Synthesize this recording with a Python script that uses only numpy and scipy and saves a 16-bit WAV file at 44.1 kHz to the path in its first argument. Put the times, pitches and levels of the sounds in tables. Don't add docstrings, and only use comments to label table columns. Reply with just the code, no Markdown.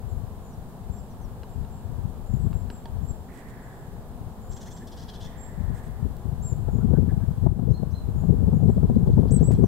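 import sys
import numpy as np
from scipy import signal
from scipy.fft import rfft, irfft
from scipy.io import wavfile
from scipy.ndimage import uniform_filter1d, minimum_filter1d, map_coordinates

SR = 44100
rng = np.random.default_rng(int(sys.argv[2]) if len(sys.argv) > 2 else 0)


def transcribe(u):
    v = np.clip(np.atleast_2d(u).T, -1, 1)
    q = np.round(v * 32767).astype(np.int16)
    wavfile.write(sys.argv[1], SR, q)


N = 426447
TIME = np.arange(N) / SR

# frequency in Hz, spectral level in dB.
HISS_SPECTRUM = [(500, 15), (2400, 6.5), (3400, 8), (4600, 4), (6000, -1.5), (7200, 5.5), (8800, 4.5),
                 (10500, 2), (12500, 4.5), (15500, 2.5)]
TOWN_SPECTRUM = [(15, 3), (55, -6.5), (120, 1), (220, 0.5), (400, -9.5), (750, -13), (1000, -17),
                 (1400, -26.5), (1700, -29), (2400, -48), (5000, -42)]
TURBULENCE_SPECTRUM = [(15, -24), (40, -9.5), (70, 1.5), (135, 1.5), (200, -3), (300, -14), (450, -22.5),
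                       (700, -44.5), (1000, -68), (1600, -97), (3000, -106)]
CHURN_SPECTRUM = [(120, -1), (250, 1), (450, -4), (850, -15.5), (1300, -34.5), (2500, -61)]
RUSTLE_SPECTRUM = [(1500, 4.5), (4400, -6.5), (6000, -6), (8000, 3.5), (10000, -8), (15000, -14)]
CRACK_SPECTRUM = [(200, 18), (1200, -1), (2400, -8), (5000, -11.5), (6100, -23), (9000, -22), (15000, -40)]
# frequency in Hz, left minus right in dB.
HISS_PAN = [(3000, -0.5), (9500, 0), (12500, -7.5), (15500, -4)]
# frequency in Hz, correlation (capped at 1 in use).
TOWN_CORRELATION = [(60, 1.9), (300, 0.84), (700, 0.93), (1400, 0.39), (3000, -0.5)]
# frequency in Hz, gain in dB.
PORT_RESPONSE = [(250, 1), (310, -5), (380, 3), (480, 3.5), (560, -0.5), (680, 4)]

# time in seconds, level in dB.
LEFT_BREEZE = [(0, -49), (2.6, -40), (3.35, -54.5), (5.3, -45), (6.3, -36), (6.85, -25), (7.15, -25.5),
               (7.31, -31.5), (7.65, -26), (8.0, -32), (8.45, -22.5), (9.67, -20.5)]
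RIGHT_BREEZE = [(0, -53), (6.201, -51.5), (6.9, -40.5), (7.901, -44), (8.2, -39.5), (8.6, -32.5),
                (9.67, -31.5)]
# time of the crest in seconds, length in seconds, level in dB.
LEFT_GUSTS = [(0.115, 0.48, -34.5), (0.93, 0.47, -41.5), (1.258, 0.099, -36), (1.592, 0.13, -32),
              (2.017, 0.38, -32.5), (2.463, 0.57, -27), (3.067, 0.38, -33), (3.938, 0.21, -41.5),
              (4.214, 0.29, -40), (4.517, 0.07, -30.5), (5.668, 0.25, -29), (6.05, 0.14, -27),
              (6.973, 0.48, -23.5), (7.484, 0.18, -22.5), (7.694, 0.1, -19.5), (8.291, 0.27, -23)]
# time of the peak in seconds, level in dB.
HARD_EDDIES = [(6.688, -11), (6.79, -11.5), (6.921, -26), (6.937, -5), (6.974, -19.5), (7.125, -11.5),
               (7.4685, 3.4), (7.596, -8.5), (7.833, -8), (8.239, -12.5), (8.406, -20), (8.479, -17),
               (8.533, -7.5), (8.7, -4.5), (8.779, -11), (8.833, -9.5), (8.9, -7.5), (9.074, -9.5),
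               (9.181, -7.5), (9.234, -12.5), (9.257, -10), (9.314, -35), (9.432, -6.5), (9.51, -5),
               (9.64, -5)]
# frequency in Hz, time to decay by 60 dB in seconds.
REVERB_TIMES = [(500, 0.87), (1800, 1.46), (4000, 0.39), (8000, 0.41), (15000, .3)]

# start in seconds, level in dB, starting pitch in Hz, drawl length in seconds.
FAR_MEWS = [(3.281, -58.5, 1916, .3), (5.245, -60, 1963, 0.45)]
# start in seconds, level in dB, pitch in Hz.
FAR_YELPS = [(4.66, -73, 1970), (4.801, -69, 1740), (6.67, -70, 1416), (6.801, -69, 1396),
             (6.945, -67.5, 1560), (7.085, -67.5, 1690), (7.209, -73, 1650), (9.379, -73, 1530)]
# start and length in seconds, level in dB, left minus right in dB.
SWISHES = [(3.311, 0.12, -71.5, -12), (3.477, 0.04, -72, -10), (5.732, 0.079, -70.5, -10.5),
           (5.819, 0.078, -73, -11), (9.505, 0.042, -63, 0)]
# start in seconds, peak level in dB, left minus right in dB.
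BARK_SNAPS = [(2.1003, -60, -7), (4.875, -50, -2), (6.168, -52, 5), (9.111, -55, 6)]

# start and length in seconds, level in dB, pitch in Hz,
# slide in Hz, left minus right in dB.
CONTACT_NOTES = [(.088, 0.036, -64, 7580, -650, 0), (0.428, 0.071, -68, 7060, -120, 9),
                 (0.904, 0.11, -60, 7340, 200, -10), (1.485, 0.071, -71, 7400, 220, -4),
                 (1.703, .096, -66.5, 7430, 120, -9), (2.256, .12, -63.5, 7230, 4, -10),
                 (2.39, 0.082, -62.5, 7870, -480, -2), (2.52, 0.097, -63, 7620, -330, -1),
                 (2.695, 0.1, -59.5, 7750, -520, -1), (3.014, .087, -64.5, 7340, 44, -8),
                 (3.075, 0.048, -49.5, 7720, -450, -12), (3.62, .035, -67, 7900, -1150, 1),
                 (3.71, .12, -78, 7800, -450, -2), (4.407, 0.1, -68, 7140, 3.5, -7),
                 (4.488, .11, -56, 7500, -48, -17), (4.708, 0.095, -57.5, 7600, -63, -11),
                 (5.37, 0.125, -51.5, 7430, 130, -10), (6.419, 0.12, -44.5, 7540, -440, 5),
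                 (6.695, 0.095, -69.5, 7100, -130, 1), (8.15, 0.089, -68.5, 7020, -28, -4),
                 (8.52, 0.086, -73, 7020, -62, 2), (8.641, 0.092, -73, 7800, -350, -4),
                 (9.306, 0.083, -37.5, 8210, -480, -3), (9.426, 0.086, -42.5, 7780, 129, -1)]
# start in seconds, level in dB, held pitch in Hz.
TWO_PART_CALLS = [(7.702, -54, 4240), (7.904, -55.5, 4130)]
# start in seconds, level in dB, end pitch in Hz.
DOWN_SLURS = [(.5, -68, 5400), (.955, -68, 4620), (1.092, -68, 4970), (1.21, -65.5, 5250),
              (9.385, -69, 5500), (9.515, -69, 5400), (9.629, -61.5, 5500)]
# start in seconds, length in seconds, level in dB.
SCOLD_SYLLABLES = [(4.508, 0.038, -55.5), (4.56, 0.025, -52.5), (4.599, 0.048, -53), (4.65, 0.047, -54.5),
                   (4.698, 0.043, -55), (4.76, 0.032, -56), (4.864, 0.0324, -55.5), (4.91, 0.039, -55),
                   (4.957, 0.065, -54.5), (5.005, 0.051, -55), (5.078, 0.033, -48), (5.127, 0.052, -53),
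                   (5.198, 0.047, -51), (5.23, 0.052, -52.5), (8.667, .05, -69), (8.745, 0.039, -72),
                   (8.86, 0.041, -73), (8.939, 0.035, -69), (9.057, 0.042, -66), (9.125, 0.03, -66),
                   (9.195, 0.034, -68), (9.265, 0.049, -64), (9.367, 0.047, -63), (9.53, 0.041, -62)]
# centre in Hz, half-width in Hz, gain in dB.
STEADY_FORMANTS = [(1750, 1100, -5.5), (7740, 540, -21), (11100, 4400, -20)]
# time in seconds, upper resonance in Hz, nasal gain in dB.
FORMANT_SHIFTS = [(4.7, 6150, -7), (4.87, 5100, -2), (5.01, 5130, -6), (5.08, 4940, 7), (5.22, 5801, 6),
                  (8.7, 4300, -8)]

# frequency in Hz, level in dB, time to decay by 60 dB in seconds.
BARK_MODES = [(1570, -7, 0.014), (2910, -11, 0.015), (4040, -11, .012), (4850, -17, .01)]
# start in seconds, tap level in dB, knock level in dB, ratio by which
BEAK_BLOWS = [(1.433, -47, -62, 1), (1.6487, -54, -59, 0.96), (2.5288, -50, -61, 0.94),
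              (2.7014, -42, -58, 1), (2.8563, -44, -50.5, 1.13)]


def gain_of(db):
    return 10 ** (np.asarray(db) / 20)


def unit_rms(x):
    return x / np.sqrt(np.mean(x ** 2) + 1e-20)


def value_at(points, hz):
    freqs, values = np.transpose(points)
    return np.interp(np.log(hz + 1), np.log(freqs), values)


def coloured(x, spectrum):
    size = x.shape[-1]
    return irfft(rfft(x) * gain_of(value_at(spectrum, np.fft.rfftfreq(size, 1 / SR))), size)


def wander(size, per_s):
    position = np.arange(size) * per_s / SR
    knots = np.random.default_rng(rng.integers(1 << 30)).standard_normal(int(position[-1]) + 2)
    return map_coordinates(knots, [position], order=2, mode="nearest")


def add(mix, start, sound, pan_db=0):
    sides = gain_of([[pan_db / 2], [-pan_db / 2]])
    part = mix[:, round(start * SR):][:, :len(sound)]
    part += sides / sides.mean() * sound[:part.shape[1]]


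def microphone_hiss():
    lean_db = value_at(HISS_PAN, np.fft.rfftfreq(N, 1 / SR)) / 2
    pair = irfft(rfft(rng.standard_normal((2, N))) * gain_of([lean_db, -lean_db]), N)
    return unit_rms(coloured(pair, HISS_SPECTRUM))


def town_hum():
    left, independent = rfft(rng.standard_normal((2, N)))
    correlation = np.clip(value_at(TOWN_CORRELATION, np.fft.rfftfreq(N, 1 / SR)), -1, 1)
    right = correlation * left + np.sqrt(1 - correlation ** 2) * independent
    hum = coloured(irfft([left, right], N), TOWN_SPECTRUM)
    drift = gain_of(0.2 * wander(N, per_s=3.5))
    return drift * unit_rms(coloured(hum, PORT_RESPONSE))


def with_gusts(breeze_db):
    power = gain_of(breeze_db) ** 2
    for crest, length, db in LEFT_GUSTS:
        swell = np.cos(np.pi * np.clip((TIME - crest) / length, -.5, .5))
        power += (gain_of(db) * swell) ** 2
    return 10 * np.log10(power)


def buffet(level_db, flow_db, eddy_db, eddies_per_s, quickening):
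    eddies = np.tanh(wander(N, eddies_per_s) / 2)
    speed = gain_of(quickening * np.clip(flow_db + 19, -22, 8)) * 1.6 ** eddies
    field = unit_rms(coloured(rng.standard_normal(N), TURBULENCE_SPECTRUM))
    pressure = map_coordinates(field, [np.cumsum(speed)], order=3, mode="wrap")
    return gain_of(level_db + eddy_db * eddies) * pressure


def vortex(t, hz):
    u = (2 * np.pi * hz * t) ** 2
    return (u - 1) / (1 + u) ** 2


def thumps(hz=142.5, core_share=0.54, wake_s=0.0059, churn_s=0.0056):
    out = np.zeros((2, N))
    t = np.arange(-SR // 20, SR // 20) / SR
    wake = -np.cos(2 * np.pi * hz * t) * np.exp(-abs(t) / wake_s)
    eddy = core_share * vortex(t, hz) + (1 - core_share) * wake
    for peak, db in HARD_EDDIES:
        churn = unit_rms(coloured(rng.standard_normal(len(t)), CHURN_SPECTRUM))
        puff = gain_of(-15) * churn * np.exp(-(t / churn_s) ** 2)
        add(out, peak + t[0], gain_of(db) * (eddy + puff))
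    return out[0]


def small_eddies(breeze_db, per_s=70, hz=165):
    arrivals = rng.random(N) < per_s / SR
    strengths = arrivals * rng.random(N) * gain_of(breeze_db + 0.5)
    return signal.fftconvolve(strengths, vortex(TIME - TIME.mean(), hz), "same")


def wind(gust_push=0.4):
    breeze_db = np.interp(TIME, *np.transpose(LEFT_BREEZE))
    right_db = np.interp(TIME, *np.transpose(RIGHT_BREEZE))
    left_db = with_gusts(breeze_db)
    flow_db = breeze_db + gust_push * (left_db - breeze_db)
    left = gain_of(5.5) * buffet(left_db, flow_db, eddy_db=7.5, eddies_per_s=70, quickening=.25)
    right = gain_of(3.5) * buffet(right_db, right_db, eddy_db=6, eddies_per_s=45, quickening=.3)
    left = left + thumps() + small_eddies(breeze_db)
    return coloured(np.array([left, right]) * signal.windows.tukey(N, .002), PORT_RESPONSE)


def trunk_echo(sound, build_s, echoes_per_s=2500):
    taps = rng.standard_normal((2, SR)) * (rng.random((2, SR)) < echoes_per_s / SR)
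    hz, t, bands = signal.stft(taps, SR, nperseg=256)
    decay = gain_of(-60 * t / value_at(REVERB_TIMES, hz)[:, None])
    build = 1 - np.exp(-t / build_s)
    tail = signal.istft(bands * decay * build, SR, nperseg=256)[1]
    tail /= np.sqrt(np.mean(abs(rfft(tail)[:, 1000:8000]) ** 2))
    blended = (sound + sound.mean(0)) / 2
    return signal.fftconvolve(blended, tail, axes=1)[:, :N]


def at_echo_level(calls, level_db, falloff, middling_db=-60):
    rows = np.array(calls)
    rows[:, 2] = level_db + falloff * (rows[:, 2] - middling_db)
    return rows


def whistles(notes, scoop_s, waver, waver_per_s, flutter_db, taper):
    out = np.zeros((2, N))
    for start, length, db, first_hz, main_hz, last_hz, pan_db in notes:
        size = int(length * SR)
        t = np.arange(size) / SR
        scoop = (first_hz - main_hz) * np.exp(-t / scoop_s)
        slide = (last_hz - main_hz) * (t / length) ** 1.584
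        hz = (main_hz + scoop + slide) * (1 + waver * wander(size, waver_per_s))
        phase = 2 * np.pi * np.cumsum(hz) / SR
        tone = np.sin(phase) + gain_of(-30) * np.sin(2 * phase)
        swell = np.sqrt(abs(signal.windows.tukey(size, taper)))
        flutter = gain_of(flutter_db * wander(size, 117.4))
        add(out, start, gain_of(db) * unit_rms(swell * flutter * tone), pan_db)
    return out


def far_mews(cry_s=.17, overlap_s=.03, cry_fall_hz=198.5, drawl_fall_hz=89.5):
    notes = []
    for start, db, hz, drawl_s in FAR_MEWS:
        low_hz = hz - cry_fall_hz
        drawl_start = start + cry_s - overlap_s
        notes.append((start, cry_s, db, hz, hz, low_hz, -11))
        notes.append((drawl_start, drawl_s, db - 3, low_hz, low_hz, low_hz - drawl_fall_hz, -4))
    return whistles(notes, scoop_s=.02, waver=.12, waver_per_s=1100, flutter_db=4, taper=.4)


def far_yelps(length_s=0.037, scoop_hz=212):
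    notes = [(start, length_s, db, hz - scoop_hz, hz, hz, 0) for start, db, hz in FAR_YELPS]
    return whistles(notes, scoop_s=0.0092, waver=0.083, waver_per_s=780, flutter_db=1, taper=0.49)


def rustling(snap_s=.001):
    out = np.zeros((2, N))
    for start, length, db, pan_db in SWISHES:
        size = int(length * SR)
        grains = coloured(wander(size, SR), RUSTLE_SPECTRUM) * gain_of(1.8 * wander(size, 490))
        add(out, start, gain_of(db) * unit_rms(grains * signal.windows.tukey(size, .6)), pan_db)
    t = np.arange(SR // 100) / SR
    for start, db, pan_db in BARK_SNAPS:
        snap = np.gradient(rng.standard_normal(len(t))) * np.exp(-t / snap_s)
        add(out, start, gain_of(db) * snap / abs(snap).max(), pan_db)
    return out


def tit_whistles(scoop_depth=0.55, full_voice_db=-36.5, flick_s=.027, held_s=0.072, slur_s=0.056):
    notes = []
    for start, length, db, hz, slide_hz, pan_db in CONTACT_NOTES:
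        scoop = scoop_depth * min(gain_of(db - full_voice_db), 1)
        notes.append((start, length, db, hz * (1 - scoop), hz, hz + slide_hz, pan_db))
    for start, db, hz in TWO_PART_CALLS:
        notes.append((start, flick_s, db - 9.5, 4100, 5575, 7050, -6))
        notes.append((start + flick_s, held_s, db, hz - 520, hz, hz - 69.5, -6))
    slurs = [(start, slur_s, db, 6250, 6250, end_hz, 9) for start, db, end_hz in DOWN_SLURS]
    direct = whistles(notes + slurs, scoop_s=.0058, waver=.0059, waver_per_s=281, flutter_db=2.5, taper=.6)
    echoed = at_echo_level(notes, level_db=-62, falloff=0.4)
    return direct, whistles(echoed, scoop_s=.006, waver=.014, waver_per_s=400, flutter_db=2, taper=.4)


def throat_filter(source, time_s):
    times, upper_hz, nasal_db = np.transpose(FORMANT_SHIFTS)
    nasal = (3410, 450, np.interp(time_s, times, nasal_db))
    upper = (np.interp(time_s, times, upper_hz), 1000, 0)
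    formants = STEADY_FORMANTS + [nasal, upper]
    hz = np.fft.rfftfreq(len(source), 1 / SR)
    response = sum(gain_of(db) / (1 + ((hz - centre) / width) ** 2) for centre, width, db in formants)
    valley = 1 - 0.8 * np.exp(-((hz - 2450) / 400) ** 2)
    return irfft(rfft(source) * response * valley, len(source))


def tit_scolding(syllables, mean_hz=851, rise=.11, arch=.21, jitter=.023, roughness=.45):
    out = np.zeros((2, N))
    harmonics = np.arange(2, 15)[:, None]
    for start, length, db in syllables:
        size = int(length * SR)
        u = np.linspace(-1, 1, size)
        pitch_hz = mean_hz * (1 + 0.0444 * rng.uniform(-0.99, 1))
        lean, bend = 1 + 0.55 * rng.uniform(-1.027, 1, 2)
        contour_hz = pitch_hz * (1 + lean * rise * u - bend * arch * u ** 2)
        sides_hz = [contour_hz * (1 + jitter * wander(size, 281)) for _ in range(2)]
        low_phase, high_phase = 2 * np.pi * np.cumsum(sides_hz, axis=1) / SR
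        high_phase *= 1.2 * rng.uniform(.9, 1.1)
        buzz = np.cos(harmonics * low_phase) + gain_of(-5) * np.cos(harmonics * high_phase)
        puffs = unit_rms(wander(size, SR) * (1 + np.cos(low_phase)))
        voice = throat_filter(unit_rms(buzz.sum(0)) + roughness * puffs, start)
        rasp = gain_of(2 * wander(size, 600))
        swell = signal.windows.tukey(size, .75)
        add(out, start, gain_of(db) * unit_rms(voice * rasp * swell), pan_db=1)
    return out


def woodpecker(crack_s=0.0051, attack_s=0.00043, knock_hz=917, knock_t60_s=0.089):
    out = np.zeros((2, N))
    t = np.arange(SR // 8) / SR
    knock = gain_of(-60 * t / knock_t60_s) * np.sin(2 * np.pi * knock_hz * t)
    for start, tap_db, knock_db, ratio in BEAK_BLOWS:
        ring = sum(gain_of(db - 60 * t / t60) * np.sin(2 * np.pi * hz * ratio * t)
                   for hz, db, t60 in BARK_MODES)
        crack = coloured(rng.standard_normal(len(t)), CRACK_SPECTRUM) * np.exp(-t / crack_s)
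        tap = (crack / abs(crack).max() + ring) * (1 - np.exp(-t / attack_s))
        add(out, start, gain_of(tap_db) * tap + gain_of(knock_db) * knock, pan_db=-2.5)
    return out


def scene():
    tits, tits_scattered = tit_whistles()
    scolds = gain_of(-2.5) * tit_scolding(SCOLD_SYLLABLES)
    scolds_scattered = tit_scolding(at_echo_level(SCOLD_SYLLABLES, level_db=-64, falloff=0.99))
    pecks = gain_of(12.5) * woodpecker()
    mews = gain_of(0.5) * far_mews()
    yelps = gain_of(11) * far_yelps()
    rustles = gain_of(9.5) * rustling()
    direct = gain_of(-3.5) * (tits + mews) + scolds + pecks + rustles + yelps
    scattered = tits_scattered + scolds_scattered + gain_of(-9) * pecks + gain_of(-5.5) * rustles
    near_echo = trunk_echo(scattered, build_s=0.0017)
    far_echo = trunk_echo(gain_of(-2.5) * mews + gain_of(-21) * yelps, build_s=0.048)
    background = wind() + gain_of(-43) * town_hum() + gain_of(-59) * microphone_hiss()
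    return direct + near_echo + far_echo + background


def record(dry):
    ceiling_db, range_db, recovery_db_per_s, cutoff_hz = -1, 4.2, 7, 15800
    peak_db = 20 * np.log10(abs(dry).max(0) + 1e-9)
    over_db = np.clip(peak_db - ceiling_db, 0, range_db)
    ahead_db = -minimum_filter1d(-over_db, size=700)
    recovery_db = recovery_db_per_s * TIME
    duck_db = np.maximum.accumulate(ahead_db + recovery_db) - recovery_db
    limited = dry / gain_of(uniform_filter1d(duck_db, size=500))
    rounded = limited / (1 + limited ** 8) ** (1 / 8)
    low_pass = signal.firwin(1023, cutoff_hz, window=("kaiser", 9), fs=SR)
    return signal.oaconvolve(rounded, low_pass[None], "same")


dry = scene()
out = record(dry)
transcribe(out)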